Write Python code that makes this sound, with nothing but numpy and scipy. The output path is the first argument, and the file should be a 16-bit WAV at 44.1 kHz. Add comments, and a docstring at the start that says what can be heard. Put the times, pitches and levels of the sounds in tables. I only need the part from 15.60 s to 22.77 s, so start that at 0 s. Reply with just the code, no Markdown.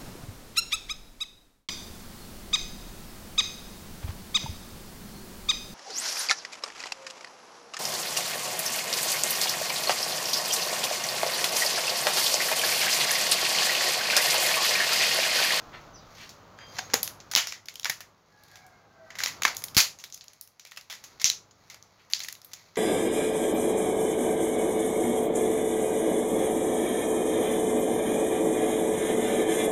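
"""A small hard-walled room, one phone microphone close to the hands. Scissors squeak, nick the thin
plastic sleeve round a stack of paper baking cups and ring briefly; fingers then pick and tear it open.
The film buckles in sharp snaps, the fluted paper rustles, and the walls answer each crack.
Well off mic, outside, a bird chirps and two roosters crow. Under it all lie a faint motor hum and a
low rush, which dip and return as if ducked by the phone's noise suppression."""
import sys
import numpy as np
from scipy import signal
from scipy.fft import rfft, irfft, next_fast_len
from scipy.io import wavfile
from scipy.ndimage import map_coordinates

SR = 44100
rng = np.random.default_rng(int(sys.argv[2]) if len(sys.argv) > 2 else 0)


def pcm_store(signal):
    """Save signal as 16-bit PCM."""
    levels = np.round(np.clip(np.atleast_2d(signal), -1, 1) * 32767)
    wavfile.write(sys.argv[1], SR, levels.astype(np.int16).T)


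N = 316197

# foreground snaps: t/s, relative level/dB, facet f/Hz, low tilt/dB, high tilt/dB, scrape t60/s,
# relative room send/dB
SNAPS = [(0.6926, -35.5, 1560.0, -18.0, -15, 0.037, -2.0), (0.988, -36.5, 1510.0, 12.5, -26.0, 0.012, -3.0),
         (1.1676, -35, 1605, 1, -26, 0.031, 5), (1.1856, -20.0, 1590.0, 1, -26.0, 0.051, -11),
         (1.1905, -20.5, 1600, 0.0, -21.5, 0.021, -11), (1.3002, -35.5, 1620.0, 1.5, -26, 0.031, 1.5),
         (1.336, -12.5, 6440.0, 6.5, -23, 0.043, -6.5), (1.3404, -7.5, 6690, -1.5, -9.0, 0.019, -9.0),
         (1.4304, -13.5, 11500, -21, -4.5, 0.018, -5.5), (1.477, -23.0, 1300.0, -7.5, -11.0, 0.011, -7.5),
         (1.6022, -36.5, 1540.0, -13, -28, 0.045, -6.0), (1.7143, -22, 1490.0, -7.0, -9, 0.047, -6),
         (1.7359, -22.5, 6150.0, 8, -17.0, 0.014, -4.5), (1.7518, -4.5, 2110, -20, -36.0, 0.002, -12),
         (1.7619, -9.5, 2960.0, -1.5, -17.5, 0.0042, 4.5), (1.8714, -22.5, 5400.0, -4.5, -16.0, 0.023, 0.5),
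         (1.923, -24.5, 2010, -0.5, -21, 0.016, -3), (2.0851, -25.5, 2210.0, -7.5, -20, 0.018, -8.0),
         (2.156, -30.0, 3160.0, -14.0, -14, 0.016, -7.0), (2.1971, -29, 3250.0, -16, -9.0, 0.006, -8),
         (2.232, -32, 3900, -20, -24, 0.012, -6), (2.2458, -17.5, 1900.0, -7, -13, 0.011, -3.5),
         (2.2553, -16.0, 1850, 6.5, -35.0, 0.055, -8), (2.2976, -13.0, 1860.0, -0.5, -11.0, 0.026, -8.0),
         (2.4061, -30.0, 1890.0, 0.5, -11.5, 0.05, -5.5), (2.9566, -38, 1720.0, 0.0, -13.0, 0.035, -4.0),
         (3.5043, -33.0, 1898, 7.0, -27.0, 0.024, -2), (3.5539, -31.5, 2050, 4.5, -17.0, 0.04, -2),
         (3.5864, -21.0, 2010.0, -5, -14.5, 0.075, -3), (3.6042, -22.5, 1620.0, 2.5, -18, 0.014, 2.0),
         (3.6364, -13.5, 4240, -1, -14.5, 0.019, -6.5), (3.6606, -16.5, 2020.0, -1.5, -18, 0.0091, -1.5),
         (3.8203, -17.5, 6700.0, 11.5, -10.0, 0.016, -9.5), (3.8343, -16, 2000.0, -10, -14.0, 0.011, -3),
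         (3.8511, -5.0, 2230, 10.0, -19.5, 0.022, -7.5), (3.878, -19.5, 4330.0, 4, -19, 0.04, -3.5),
         (3.9677, -21.5, 6700.0, -24.0, -2.5, 0.012, -5), (4.0397, -18.5, 6700.0, -7, 3, 0.015, -8.5),
         (4.1473, -25, 1440.0, -10, -10, 0.051, -10), (4.1674, -9.0, 4500, -2.5, -9.5, 0.0089, 10.0),
         (4.2016, -7.0, 2440.0, -15, -19, 0.064, -5.0), (4.3883, -39.5, 6530.0, -6, -13.0, 0.004, 6.5),
         (4.439, -28.0, 3880, -3.5, -10.5, 0.045, -6), (4.5247, -33.0, 6200, -30.0, -16, 0.012, -0.5),
         (4.544, -30.0, 6500.0, -18, -5.5, 0.021, -8), (4.6098, -35.0, 4300.0, -10, -26, 0.052, -6.5),
         (4.6822, -36, 6440.0, -28.5, -17, 0.006, -9.5), (4.8113, -29, 5400, -31.5, 4, 0.014, -6.5),
         (4.875, -43, 5980, -9.5, 0, 0.009, -6.5), (4.9964, -36.5, 5780.0, -7, -16.5, 0.019, -3.5),
         (5.0511, -36.5, 2330.0, -3, -16, 0.013, -1.5), (5.1193, -35, 1890.0, 0.0, -15.0, 0.018, -5),
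         (5.1728, -27.5, 2720, 2.5, -12, 0.033, -7.5), (5.299, -29.0, 3500.0, -0.5, -16.0, 0.045, 4.0),
         (5.3259, -30.5, 1900.0, -1.5, -15, 0.014, -1.0), (5.4393, -33, 6460.0, -2.5, -10.0, 0.06, -1.5),
         (5.5983, -32.0, 2000.0, -9, -21.5, 0.031, 3.5), (5.6153, -22, 2050.0, -7, -13.0, 0.04, -10.5),
         (5.6437, -6.5, 6040.0, -13, -20.5, 0.003, 1.0), (5.7, -10.5, 3940.0, -10.5, -18.0, 0.0085, -11),
         (5.9101, -45.5, 6550, -16.5, -25, 0.04, -7), (6.1003, -33.5, 2130.0, -3.5, -16, 0.035, -0.5),
         (6.1442, -36.0, 1950.0, -1, -13.5, 0.022, -6.5), (6.226, -40, 6100, -13, -15, 0.0077, -8),
         (6.5003, -43, 13500, 0, -12, 0.016, 9), (6.5247, -35, 4530, -10, -2, 0.03, 3),
         (6.5354, -9.5, 4480.0, -12, -22.0, 0.004, -8), (6.6037, -25.0, 4260.0, -4.5, -17.5, 0.015, 0),
         (6.6353, -26.5, 6500.0, -14, -10, 0.033, -7), (6.6853, -23.5, 1940, -6.5, -13.0, 0.016, -7),
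         (6.7266, -28, 6770.0, -6, -0.5, 0.009, -10.0), (6.8473, -35.0, 13700.0, -23.0, 1.0, 0.019, -6),
         (6.9337, -27.0, 6640.0, -6.0, -12.0, 0.037, -8.0), (7.1567, -32.5, 1960.0, -1.5, -24, 0.039, -2.0)]
FILM_SPECTRUM = [(20, -55.5), (250, -20.5), (720, -3.5), (1000, -2), (1400, 0.5), (2050, 4.5), (2900, 1),
                 (4400, 2), (5300, 3), (6900, 2.5), (7900, -7), (8800, -4), (10500, 5), (15500, 2.5)]  # one flick of the film: f/Hz, relative level/dB
CRINKLING = [(2.02, 2.3, -39), (2.779, 3.06, -47), (3.602, 3.7, -28), (3.93, 4.09, -33), (4.5, 4.72, -44),
             (5.02, 5.36, -41), (6.54, 6.63, -29), (6.75, 6.9, -40)]  # fingers work the film: start/s, end/s, relative level/dB
THUMPS = [(1.19, -39, 260, 0.024), (1.191, -23, 750, 0.017), (1.3371, -27.5, 240, 0.053),
          (1.339, -16.5, 464, 0.031), (1.3405, -13, 787, .02), (1.764, -32, 248, 0.024),
          (2.297, -40, 136, 0.078), (3.853, -32, 253, 0.021), (4.1679, -15, 95, 0.026),
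          (4.169, -23.5, 290, 0.0093), (5.6437, -29.5, 114.7, 0.018)]  # knocks of the snips, thumps of the handled stack: t/s, level/dB, f/Hz, t60/s
PAPER_SPECTRUM = [(150, -25), (700, -5), (1500, -6.5), (2050, 3.5), (2900, -8.5), (4400, 1.5), (5200, -1.5),
                  (6600, -0.5), (8200, -25.5), (11000, -15), (15500, -16)]  # sliding paper: f/Hz, relative level/dB
STROKES = [(.02, -56.5, .15), (.19, -58, .12), (.6, -47.5, .18), (1.19, -43, .16), (1.79, -50, .16),
           (2.92, -58, 0.28), (3.675, -41, .125), (3.9, -43.5, 0.11), (4.7, -61, .14), (5.45, -56.5, .27),
           (6.08, -63, 0.26), (6.41, -63, .14), (6.99, -52, .18)]  # fingers along the stack: fastest t/s, relative level/dB, 20 dB fade/s
BLADE_MODES = [(760, -44, 0.31), (1580, -53, .26), (1938, -49, .2), (3620, -46.5, .22), (6515, -53, .6),
               (6500, -47.5, 0.56)]  # ringing steel: f/Hz, level/dB, t60/s
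SQUEAK = [(.95, 1615, -78), (.99, 1605, -56), (1.09, 1597, -53), (1.15, 1588, -60), (1.19, 1586, -76)]  # the scissors' pivot: t/s, f/Hz, level/dB
SQUEAK_PARTIALS = [(1, -11.5), (2, 2), (3, -0.5), (4, -6.5)]  # its timbre: harmonic, relative level/dB
BRUSHES = [(0.146, -42, 0.011, 1590), (.615, -48, 0.034, 2300), (1.018, -50.5, 0.017, 1500),
           (6.4, -60, 0.012, 1900)]  # hands on clothes: t/s, level/dB, width/s, centre f/Hz
REACH = [(0, -63), (.35, -62.5), (.6, -66), (.9, -100)]  # rumble of the reaching arm: t/s, level/dB
CROW = [(2.66, 837, -76.5), (2.76, 839, -60.5), (2.85, 812, -66), (2.96, 807.4, -58), (3.1, 803, -65),
        (3.26, 804, -64.5), (3.4, 779, -65.5), (3.54, 780, -65), (3.66, 729, -87.5)]  # a distant rooster: t/s, f/Hz, level/dB
CROW_PARTIALS = [(1, -2), (2, 0.5), (3, -21)]  # its timbre: harmonic, relative level/dB
SECOND_CROW = [(2.9, 740, -75.5), (3.03, 739, -58), (3.14, 704, -62), (3.29, 691, -69.5), (3.44, 651, -56),
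               (3.6, 650, -81.5)]  # a second distant rooster, lower in pitch: t/s, f/Hz, level/dB
SECOND_PARTIALS = [(1, -3), (2, -14), (3, -10.5)]  # its timbre: harmonic, relative level/dB
CHIRP = [(.32, 6530, -71), (.345, 6090, -49.5), (.365, 4870, -53.5), (.395, 4200, -60), (.42, 3460, -66),
         (.48, 3330, -76), (.5, 3300, -85)]  # one falling bird call: t/s, f/Hz, level/dB
MOTOR = (102.3, -10.5)  # a far motor: f/Hz, level/dB against BACKGROUND_LEVEL
# the background, ducked and released as by the phone's noise suppression: t/s, relative level/dB
BACKGROUND_LEVEL = [(0, -50), (.58, -55.5), (1.1, -54), (1.38, -51), (1.78, -58), (2.1, -65), (2.38, -60.5),
                    (2.58, -66.5), (3.0, -62.5), (3.43, -62.5), (3.77, -52.5), (4.13, -56), (4.51, -66),
                    (5.11, -74), (5.55, -59.5), (5.95, -64.5), (7.17, -65.5)]
BACKGROUND_SPECTRUM = [(15, -38.5), (25, -15.5), (50, -5), (152, 0), (267, -7), (648, -4.5), (848, -6),
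                       (1240, -5), (1570, -11), (1900, -17), (2170, -19), (3930, -22), (5430, -25.5),
                       (6730, -25.5), (8810, -49), (15500, -34.5)]  # the low rush: f/Hz, relative level/dB
ROOM_DECAY = [(200, 0.1), (600, 0.25), (1500, 0.23), (4000, 0.22), (6500, 0.24), (10000, 0.23), (15000, .2)]  # the room's tail: f/Hz, t60/s
ECHO_BUILD = [(0, 0.14), (.003, .3), (.009, .4), (0.01, 0.76)]  # floor first, then the walls: t/s after the sound, relative gain


def snaps(rows, gain_db, room_db, scrape, facet_db, facet_octaves, size=1024):
    """Right at the mic, each buckle flicks a facet of film, then tiny creases scrape and die away."""
    out, hz, t = np.zeros(N), np.fft.rfftfreq(size, 1 / SR), np.arange(2 * size) / SR
    # wide facets radiate the lows, tight creases the highs
    low_share = along([(250, 0.24), (700, 1.2), (1450, 0.97), (2000, 0.66), (3800, 0)], hz)
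    high_share = along([(7200, 0.041), (9000, 0.93)], hz)
    for s, db, facet_hz, low_db, high_db, t60, send_db in rows:
        strength = amp(db + gain_db) * np.sqrt(SR / 1000)
        resonance = 1 / (1 + (np.log2((hz + 1) / facet_hz) / facet_octaves) ** 2)
        tilt_db = low_db * low_share + high_db * high_share
        flick = causal(amp(along(FILM_SPECTRUM, hz) + facet_db * resonance + tilt_db))
        snap = signal.fftconvolve((t == 0) + scrape * creases(t, t60, clump_db=3.5), flick)
        add(out, s, strength * snap / np.linalg.norm(snap))
        # the room gathers every direction, so its echo has the facet's smooth mean colour
        echo = signal.fftconvolve(flick / np.linalg.norm(flick), room_tail())
        add(out, s, strength * amp(send_db + room_db) * echo)
    return out


def creases(t, t60, clump_db, clump_samples=16):
    """Tiny creases give way in clumps: a ragged, dying burst of noise."""
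    clumps = np.repeat(rng.standard_normal(len(t) // clump_samples), clump_samples)
    return unit(rng.standard_normal(len(t)) * amp(clump_db * clumps)) * amp(-60 * t / t60)


def crinkles(per_s, centre_hz, octaves, low_db, high_db, scatter_db, t60, send_db):
    """Fingered film buckles faintly at uneven intervals: rows for snaps(), each with its own colour."""
    rows = []
    for start, end, db in CRINKLING:
        slots = np.arange(start, end, 1 / per_s)
        delays, chance = rng.random(32) / per_s, rng.standard_normal((32, 4))
        for s, delay, (force, pitch, low, high) in zip(slots, delays, chance):
            rows.append((s + delay, db + scatter_db * force, centre_hz * 2 ** (octaves * pitch),
                         low_db + scatter_db * low, high_db + scatter_db * high, t60, send_db))
    return rows


def thumps():
    """Low knocks of the scissor snips and thumps of the handled stack push the air out and back."""
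    out, t = np.zeros(N), np.arange(SR // 4) / SR
    for s, db, hz, t60 in THUMPS:
        attack = 1 - np.exp(-t / 0.00055)
        swing = amp(db - 60 * t / t60) * np.sin(2 * np.pi * hz * t) * attack
        add(out, s, np.diff(swing) * SR / (2 * np.pi * hz))  # pressure follows the speed of the swing
    return in_room(out, room_db=-9.5)


def rustle(gain_db, grip_db, catches_per_s, spread_db, hiss):
    """Close up, paper slides with each finger stroke: soft hiss and tiny catches of very unequal size."""
    t = np.arange(N) / SR
    catches = (rng.random(N) < catches_per_s / SR) * rng.choice([-1, 1], N)
    sizes = amp(spread_db * np.minimum(rng.exponential(size=N), 3))
    friction = unit(catches * sizes) + hiss * rng.standard_normal(N)
    paper = unit(filtered(friction, lambda hz: amp(along(PAPER_SPECTRUM, hz))))
    strokes = sum(amp(db - 20 * np.abs(t - s) / fade) for s, db, fade in STROKES)
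    motion = amp(grip_db) + strokes  # the paper never lies quite still in the hand
    return in_room(amp(gain_db) * motion * paper, room_db=-1)


def scissors(cut_s):
    """The pivot squeaks as the scissors close, and the steel rings on after the blades meet."""
    out, t = tone(SQUEAK, SQUEAK_PARTIALS, waver=0.0047, room_db=3.5), np.arange(SR) / SR
    ring = sum(amp(db - 60 * t / t60) * np.sin(2 * np.pi * hz * t) for hz, db, t60 in BLADE_MODES)
    add(out, cut_s, ring)
    return out


def hands(octaves, rumble_hz):
    """Near the mic, skin brushes cloth in soft swells and the reaching arm stirs the air."""
    out, t = np.zeros(N), np.arange(N) / SR
    for s, db, width, centre in BRUSHES:
        cloth = noise(lambda hz: np.exp(-(np.log2((hz + 1) / centre) / octaves) ** 2))
        out += amp(db) * np.exp(-.5 * ((t - s) / width) ** 2) * cloth
    rumble = noise(lambda hz: hz / (1 + (hz / rumble_hz) ** 4))
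    return in_room(out, room_db=0.5) + rumble * amp(curves(REACH)[0])


def birds():
    """Two roosters overlap and a bird chirps out in the yard, more echo than direct sound at the mic."""
    rooster = tone(CROW, CROW_PARTIALS, waver=0.016, room_db=8)
    second_rooster = tone(SECOND_CROW, SECOND_PARTIALS, waver=.025, room_db=4.5)
    chirp = tone(CHIRP, [(1, 0)], waver=0.06, room_db=7)
    return rooster + second_rooster + chirp


def motor_hum(waver_db):
    """A far motor hums unsteadily, dipping and returning with the background."""
    hz, db = MOTOR
    level_db, = curves(BACKGROUND_LEVEL)
    wave = unit(np.sin(2 * np.pi * hz * np.arange(N) / SR + 0.71 * wobble(2)))
    return amp(level_db + db + waver_db * wobble(4.5)) * wave


def background_rush(gain_db, drift_db):
    """A low rush on a set level curve, ducked and released as by the phone's noise suppression."""
    level_db, = curves(BACKGROUND_LEVEL)
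    air = noise(lambda hz: amp(along(BACKGROUND_SPECTRUM, hz)))
    return air * amp(level_db + gain_db + drift_db * wobble(8.1))


def room_tail():
    """A fresh echo of energy 1 off the hard walls: it builds, then each frequency dies at its own rate."""
    hz, t, spectrum = signal.stft(rng.standard_normal(SR // 2), SR, nperseg=256)
    decay = amp(-60 * t / along(ROOM_DECAY, hz)[:, None])
    tail = signal.istft(spectrum * decay, SR, nperseg=256)[1]
    tail *= np.interp(np.arange(len(tail)) / SR, *np.transpose(ECHO_BUILD))
    return tail / np.linalg.norm(tail)


def in_room(x, room_db):
    """Direct sound plus its echo, room_db being the echo's level against the direct."""
    echo = signal.fftconvolve(x, room_tail())[:N]
    return (x + amp(room_db) * echo) / np.hypot(1, amp(room_db))


def tone(rows, partials, waver, room_db, flutter_db=2):
    """A wavering pitch heard in the room, each harmonic fluttering in level."""
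    hz, db = curves(rows)
    t = np.arange(N) / SR
    phase = 2 * np.pi * np.cumsum(hz * (1 + waver * wobble(150))) / SR
    wave = sum(amp(level + flutter_db * wobble(24.66)) * np.sin(k * phase) for k, level in partials)
    sounding = (t > rows[0][0]) & (t < rows[-1][0])
    return in_room(unit(wave) * amp(db) * sounding, room_db)


def amp(db):
    """Decibels to gain."""
    return 10 ** (np.asarray(db) / 20)


def unit(x):
    """Scale to rms 1."""
    return x / np.sqrt(np.mean(x ** 2) + 1e-20)


def along(points, hz):
    """Interpolate (f/Hz, value) points on a log frequency axis."""
    f, values = np.transpose(points)
    return np.interp(np.log(hz + 1), np.log(f + 1), values)


def curves(rows):
    """One value per sample for each column after the time."""
    s, *columns = np.transpose(rows)
    return [np.interp(np.arange(N) / SR, s, column) for column in columns]


def wobble(rate):
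    """A smooth random curve, rate knots a second."""
    return map_coordinates(rng.standard_normal(int(N * rate / SR) + 4), [np.arange(N) * rate / SR])


def filtered(x, response):
    """Shape the spectrum of x by the gain response(hz)."""
    size = next_fast_len(N + 8192)
    return irfft(rfft(x, size) * response(np.fft.rfftfreq(size, 1 / SR)), size)[..., :N]


def noise(response):
    """Noise of rms 1, coloured by response(hz)."""
    return unit(filtered(rng.standard_normal(N), response))


def causal(gain):
    """The shortest causal pulse that has this gain spectrum."""
    cepstrum = irfft(np.log(np.maximum(gain, 1e-6)))
    half = len(cepstrum) // 2
    cepstrum[1:half] *= 2
    cepstrum[half + 1:] = 0
    return irfft(np.exp(rfft(cepstrum)))


def add(track, s, sound):
    """Mix a sound into the track at time s."""
    part = track[max(round(s * SR), 0):][:len(sound)]
    part += sound[:len(part)]


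def scene():
    """In mono: the handling close to the microphone, the yard far behind."""
    buckles = SNAPS + crinkles(per_s=17, centre_hz=4400, octaves=.6, low_db=-7, high_db=-9,
                               scatter_db=2, t60=.018, send_db=-5.5)
    sleeve = snaps(buckles, gain_db=-0.5, room_db=-0.5, scrape=0.45, facet_db=7.5, facet_octaves=0.12)
    knocks = thumps()
    paper = rustle(gain_db=-3.5, grip_db=-70, catches_per_s=880, spread_db=6.0, hiss=0.61)
    handling = hands(octaves=1.2, rumble_hz=45) + scissors(cut_s=1.191)
    background = birds() + motor_hum(waver_db=4) + background_rush(gain_db=1.5, drift_db=0.57)
    return (sleeve + knocks + paper + handling + background)[None]


def record(dry):
    """The phone rounds off the highest peaks and keeps nothing above its band limit."""
    ceiling, top_hz = .9, 15700
    rounded = dry / (1 + np.abs(dry / ceiling) ** 6) ** (1 / 6)
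    return filtered(rounded, lambda hz: 1 / np.sqrt(1 + (hz / top_hz) ** 160))


dry = scene()
out = record(dry)
pcm_store(out)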